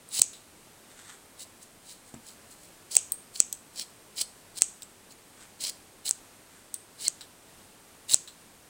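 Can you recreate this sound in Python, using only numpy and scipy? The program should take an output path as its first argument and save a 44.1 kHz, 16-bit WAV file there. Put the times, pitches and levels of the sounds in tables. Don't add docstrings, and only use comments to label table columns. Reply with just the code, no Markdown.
import sys
import numpy as np
from scipy import signal
from scipy.fft import rfft, irfft
from scipy.io import wavfile
from scipy.ndimage import uniform_filter1d, map_coordinates

SR = 44100
rng = np.random.default_rng(int(sys.argv[2]) if len(sys.argv) > 2 else 0)


def int16_out(signal):
    q = np.round(np.clip(np.atleast_2d(signal).T, -1, 1) * 32767)
    wavfile.write(sys.argv[1], SR, q.astype(np.int16))


N = 383229
TIME_S = np.arange(N) / SR
BIN_HZ = np.maximum(np.fft.rfftfreq(N, 1 / SR), 1)

# centre_hz, width_hz, level_db
BLADE_LOW_MODES = [(1890, 540, -22), (2260, 320, -11), (3070, 270, -4), (4060, 310, 3), (4580, 470, -0.5),
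                   (5230, 530, -2.5)]
BLADE_HIGH_MODES = [(7000, 970, -1), (7800, 410, 2.5), (8390, 340, 3.5), (9880, 510, 0), (10750, 460, -4),
                    (15100, 590, -4)]
# freq_hz, level_db
CRUNCH_SPECTRUM = [(40, -3), (150, -2.5), (700, 5.5), (1500, -4.5), (2500, 2), (5000, 8), (12000, -36)]


def shear(cut_db=-0.5, brush_db=-1, treble_db=1, crunch_db=-14, grab_db=2.1):
    low_gain, high_gain = (
        np.hypot(undb(cut_db) * stroke_gain(treble) + undb(brush_db) * brush_gain(treble),
                 tuft_gain(treble))
        for treble in (False, True))
    snaps = fibres(5500, spread_db=4.5) * undb(grab_db * walk(380))
    low_ring = low_gain * blade_glide(resonate(snaps, BLADE_LOW_MODES))
    high_ring = undb(treble_db) * high_gain * resonate(snaps, BLADE_HIGH_MODES)
    crunch = undb(crunch_db) * low_gain * colour(snaps, CRUNCH_SPECTRUM)
    return low_ring + high_ring + crunch


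# bite_s, attack_s, hold_s, release_s, level_db, growth_db, bright_db, pitch_ratio
STROKES = [ (0.139, 0.039, 0.056, 0.0083, -40, 9, 3.5, 0.97),
           (1.407, .032, 0.027, .022, -46, -3.5, 3, 0.95), (2.914, .014, 0.041, 0.013, -43.5, 2, 3.5, 1.06),
           (3.353, 0.021, .048, .005, -46.5, -6.5, 4.5, 1.09),
           (3.789, 0.049, 0.025, 0.046, -39.5, -0.5, -1.5, 1.04),
           (4.177, 0.0239, 0.0432, 0.017, -40, 5.5, -0.5, 1.03),
           (4.578, .025, 0.0073, 0.011, -37.5, 0, 1, 1.03), (5.61, .018, 0.087, .011, -40, 4.5, -0.5, 1.03),
           (6.056, 0.011, 0.029, .015, -39.5, 2.5, 2.5, 0.97),
           (7.014, 0.039, .064, 0.0073, -41.5, 4.5, -0.5, 1),
           (8.095, 0.015, 0.036, 0.0056, -38.5, 6, 3, 0.94), ]


def stroke_gain(treble, dulling_db=0.5):
    return sum(gesture(bite_s, attack_s, hold_s, release_s,
                       db + treble * (bright_db + dulling_db / 2), growth_db - treble * dulling_db)
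               for bite_s, attack_s, hold_s, release_s, db, growth_db, bright_db, _ in STROKES)


def blade_glide(x, glide_ratio=0.05):
    points = []
    for bite_s, attack_s, hold_s, release_s, *_, pitch_ratio in STROKES:
        points.append((bite_s - attack_s, pitch_ratio * (1 - glide_ratio / 2)))
        points.append((bite_s + hold_s + release_s, pitch_ratio * (1 + glide_ratio / 2)))
    speed = np.interp(TIME_S, *np.transpose(points))
    return map_coordinates(x, [np.cumsum(speed) % (N - 1)], order=3)


# peak_s, level_db, half_width_s, bright_db
TUFTS = [(.151, -39.5, 0.0072, 8.5), (.1955, -24, 0.0015, 4.5), (0.217, -24, 0.00076, 13),
         (2.947, -38.5, 0.0034, 3), (2.954, -33, 0.0016, 7), (2.9645, -31.5, 0.0011, 0),
         (3.36, -38, 0.0041, -4), (3.398, -40, 0.0022, 1), (3.761, -44.5, 0.0024, 4.5),
         (3.797, -28.5, .0018, -5.5), (4.184, -36, .0047, -3), (4.215, -30.5, 0.0046, 2),
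         (4.585, -33, .0022, -3), (4.613, -39, 0.0031, 4), (5.644, -36, 0.0063, -5),
         (5.697, -31, 0.0019, 1), (6.0925, -32, 0.0014, 6), (7.059, -41, .0033, -6), (8.122, -37, .002, 8),
         (8.136, -28, 0.0036, 0.5)]


def tuft_gain(treble):
    gain = np.zeros(N)
    for peak_s, db, half_width_s, bright_db in TUFTS:
        add(gain, peak_s - 2 * half_width_s, undb(db + treble * bright_db) * swell(half_width_s))
    return gain


# peak_s, fade_s, level_db, bright_db
BRUSHES = [(1.63, .036, -56.5, 7), (1.906, 0.083, -48, 2), (2.085, .08, -64.5, 9.5),
           (2.288, 0.066, -50, 2.5), (2.52, .05, -56.5, 6), (2.65, .12, -62, 7.5), (5.113, .026, -52, -2)]


def brush_gain(treble):
    return sum(gesture(peak_s, fade_s, 0, fade_s, db + treble * bright_db)
               for peak_s, fade_s, db, bright_db in BRUSHES)


# start_s, level_db, pitch_ratio, hardness_db
CLACKS = [(.2185, 1, 1.01, -5), (2.9674, 2, 1.02, -1.5), (3.4027, -1, 0.987, -3), (4.6202, 1, 1.04, -2),
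          (6.1102, -11, 1.06, -11), (7.0817, -10, 1.03, -9), (8.1437, -2, 0.99, -7.5)]
# freq_hz, level_db
STEEL_SPECTRUM = [(60, -51), (600, -31), (1500, -39), (2600, -35), (3300, -32.5), (4500, -28.5),
                  (5200, -14.5), (6300, -10), (7200, -7.5), (8050, -1.5), (8600, -6.5), (9200, -21.5),
                  (10000, -19.5), (12000, -28.5), (16000, -22)]
JOLT_SPECTRUM = [(60, -4), (250, 1), (650, 2.5), (1000, -11.5), (1400, -2), (1900, -5), (2600, 0),
                 (3000, -16), (4600, 3), (6000, -7.5), (12000, -22)]
SIDEWAYS_SPECTRUM = [(100, -32), (1500, -27), (2600, -10.5), (4800, -14), (6400, 2), (7300, 0), (8150, 3),
                     (9200, -13), (10500, -13), (12000, -35), (16000, -50)]


def clacks(jolt_db=-24, jolt_lag_s=0.0006):
    jolts = strikes(CLACKS, JOLT_SPECTRUM, chatter_gain=0.078, chatter_s=0.0018)
    steel = strikes(CLACKS, STEEL_SPECTRUM, chatter_gain=0.073, chatter_s=0.00091)
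    sideways = strikes(CLACKS, SIDEWAYS_SPECTRUM, chatter_gain=0.046, chatter_s=0.0007)
    return steel + undb(jolt_db) * np.roll(jolts, int(jolt_lag_s * SR)), sideways


# start_s, level_db, pitch_ratio, hardness_db
TICKS = [(.0893, -36.5, 1.03, 0), (.332, -43, 1.15, -10), (2.143, -40, 0.92, -16), (3.1204, -10, 1, 8.5),
         (3.527, -19, 0.96, 6), (3.5285, -27, 0.76, -2), (4.8218, -33.5, 0.97, 1), (4.831, -32, 0.92, -6),
         (5.123, -43, 0.83, -4), (6.742, -19.5, 0.99, -3)]
# freq_hz, level_db
TICK_SPECTRUM = [(100, -31), (2000, -42), (4000, -18), (5200, -26), (6300, -11.5), (7200, -21.5),
                 (8000, -0.5), (8700, 0.5), (10000, -13), (12000, -21.5), (15300, -13.5), (16500, -9.5)]


def pivot_ticks():
    return strikes(TICKS, TICK_SPECTRUM, chatter_gain=0.15, chatter_s=0.0021)


# peak_s, level_db, half_width_s, slip_hz, second_harmonic_db
SQUEAKS = [(7.071, -44.5, 0.0076, 2160, 13.5), (8.1385, -16.5, 0.00121, 4034, -7)]


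def squeaks(jitter_ratio=0.02):
    out, wobble = np.zeros(N), walk(700)
    for peak_s, db, half_width_s, slip_hz, second_db in SQUEAKS:
        gain = undb(db) * swell(half_width_s)
        pitch_hz = slip_hz * (1 + jitter_ratio * wobble[int(peak_s * SR):][:len(gain)])
        phase = 2 * np.pi * np.cumsum(pitch_hz) / SR
        tone = np.sin(phase) + undb(second_db) * np.sin(2 * phase)
        add(out, peak_s - 2 * half_width_s, np.sqrt(2) * gain * tone)
    return out


# start_s, level_db, t60_s
SCRAPES = [(.331, -47.5, 0.23), (3.5265, -37, 0.025), (4.821, -39.5, 0.039), (6.741, -43.5, 0.076),
           (7.209, -40.5, 0.12), (8.275, -43, 0.15)]
# centre_hz, width_hz, level_db
BLADE_FREE_MODES = [(1490, 500, -14), (3130, 590, -10.5), (3950, 520, -1), (5200, 730, -12),
                    (8000, 730, -5.5), (15300, 570, -14)]


def scrapes():
    return decays(SCRAPES) * resonate(fibres(5000, spread_db=0.5), BLADE_FREE_MODES)


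# start_s, level_db, t60_s
KNOCKS = [(.194, -36.5, 0.038), (2.141, -41, 0.16), (8.134, -45, 0.096)]
# freq_hz, level_db
HANDLE_SPECTRUM = [(30, -35), (110, 2.5), (170, -10), (240, 5), (400, -15), (650, -16), (2000, -24),
                   (8000, -50)]


def knocks():
    return decays(KNOCKS) * colour(rng.standard_normal(N), HANDLE_SPECTRUM)


# peak_s, fade_s, level_db
RUSTLES = [(.914, 0.054, -57.5), (.998, 0.074, -50.5), (1.1, 0.14, -47), (5.425, .11, -51),
           (6.56, .3, -59.5)]
# freq_hz, level_db
WOOL_SPECTRUM = [(200, -23), (900, -0.5), (1400, 6), (2000, 5.5), (2600, -3.5), (3500, 3.5), (5200, -4.5),
                 (8200, 6.5), (10000, -9), (15500, -22)]


def rustle(trim_db=-1):
    gain = sum(gesture(peak_s, fade_s, 0, fade_s, db) for peak_s, fade_s, db in RUSTLES)
    return undb(trim_db) * gain * colour(fibres(1500, spread_db=2.5), WOOL_SPECTRUM)


# delay_s, level_db
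ECHOES = [(.0063, -7.5), (.0083, -24), (.0118, -13), (.0138, -16), (.0148, -8), (.022, -6.5)]
# freq_hz, level_db
ROOM_SPECTRUM = [(3500, -0.5), (6500, 0), (9000, 2.5), (13000, -8)]


def room(x, t60_s=0.38, gap_s=0.0073, early_db=-6, early_s=0.022):
    t = np.arange(SR // 2) / SR
    decay = np.exp(-np.log(1000) * t / t60_s) * (1 + undb(early_db) * np.exp(-t / early_s))
    response = rng.standard_normal(len(t)) * decay * (t > gap_s)
    response /= np.sqrt(np.sum(response ** 2))
    for delay_s, db in ECHOES:
        response[int(delay_s * SR)] += undb(db)
    response = irfft(rfft(response) * curve(ROOM_SPECTRUM, np.fft.rfftfreq(len(t), 1 / SR)))
    return signal.fftconvolve(x, response)[:N]


# freq_hz, density_db
FLOOR_SPECTRUM = [(12, -51), (20, -2.5), (65, -9), (93, -1), (130, -4.5), (158, -2.5), (285, -2), (574, -5),
                  (873, -7), (1030, -8), (3530, -13.5), (5530, -15), (8650, -13), (9400, -13.5),
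                  (16000, -22.5)]
# centre_hz, width_hz, level_db
HISS_BANDS = [(7500, 300, -26), (8270, 430, 9), (8730, 120, 11)]


def noise_floor(tone_db=-55, hiss_db=-68, waver_db=0.5):
    tone = undb(tone_db + waver_db * walk(6)) * colour(rng.standard_normal(N), FLOOR_SPECTRUM)
    return tone + undb(hiss_db) * resonate(rng.standard_normal(N), HISS_BANDS)


def strikes(events, spectrum, chatter_gain, chatter_s):
    out, t = np.zeros(N), np.arange(SR // 100) / SR
    for start_s, db, pitch_ratio, hardness_db in events:
        force = chatter_gain * rng.standard_normal(len(t)) * np.exp(-t / chatter_s)
        force[0] += 1
        hit = signal.fftconvolve(force, body_response(spectrum, pitch_ratio, hardness_db))
        add(out, start_s, hit * undb(db) / np.sqrt(np.sum(hit ** 2) / (SR / 1000)))
    return out


def body_response(spectrum, pitch_ratio, hardness_db, size=2048):
    hz = np.fft.rfftfreq(size, 1 / SR)
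    gain = curve(spectrum, hz / pitch_ratio) * curve([(7000, 0), (13000, hardness_db)], hz)
    cepstrum = irfft(np.log(gain))
    cepstrum[1:size // 2] *= 2
    cepstrum[size // 2 + 1:] = 0
    return irfft(np.exp(rfft(cepstrum)))


def fibres(rate_hz, spread_db):
    snaps = rng.random(N) < rate_hz / SR
    return snaps * np.sign(rng.standard_normal(N)) * undb(spread_db * rng.standard_normal(N))


def gesture(start_s, attack_s, hold_s, release_s, db, growth_db=0, fade_db=22.5):
    before = np.maximum(start_s - TIME_S, 0) / attack_s
    after = np.maximum(TIME_S - start_s - hold_s, 0) / release_s
    hold_db = db + np.interp(TIME_S, [start_s, start_s + hold_s], [0, growth_db])
    return undb(hold_db - fade_db * np.minimum(before + after, 10))


def decays(events):
    gain, t = np.zeros(N), np.arange(SR // 3) / SR
    for start_s, db, t60_s in events:
        add(gain, start_s, undb(db) * np.exp(-np.log(1000) * t / t60_s))
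    return gain


def swell(half_width_s):
    t = np.arange(-2 * half_width_s, 2 * half_width_s, 1 / SR)
    return np.cos(np.pi / 4 * t / half_width_s) ** 2


def walk(rate_hz):
    step = int(SR / rate_hz)
    stairs = np.repeat(rng.standard_normal(N // step + 1), step)[:N]
    return unit_rms(uniform_filter1d(stairs, step))


def resonate(x, modes):
    power = sum(undb(db) ** 2 / (1 + ((BIN_HZ - hz) / width_hz) ** 2) ** 2 for hz, width_hz, db in modes)
    return unit_rms(irfft(rfft(x) * np.sqrt(power), N))


def colour(x, spectrum):
    return unit_rms(irfft(rfft(x) * curve(spectrum, BIN_HZ), N))


def curve(spectrum, hz):
    freq_hz, db = np.transpose(spectrum)
    return undb(np.interp(np.log(np.maximum(hz, 1)), np.log(freq_hz), db))


def add(track, start_s, sound):
    i = int(start_s * SR)
    track[i:i + len(sound)] += sound[:N - i]


def unit_rms(x):
    return x / np.sqrt(np.mean(x ** 2))


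def undb(db):
    return 10 ** (np.asarray(db) / 20)


def scene(clack_send_db=-23, tick_send_db=-14, yarn_send_db=-16):
    yarn = shear() + scrapes() + rustle() + knocks()
    direct_clacks, sideways = clacks()
    ticks = pivot_ticks()
    reverb = room(undb(clack_send_db) * sideways + undb(tick_send_db) * ticks + undb(yarn_send_db) * yarn)
    return (yarn + squeaks() + direct_clacks + ticks + reverb + noise_floor())[None]


def record(dry, cutoff_hz=15900):
    lowpass = signal.ellip(10, 0.1, 70, cutoff_hz, fs=SR, output="sos")
    return signal.sosfilt(lowpass, np.clip(dry, -1, 1))


dry = scene()
out = record(dry)
int16_out(out)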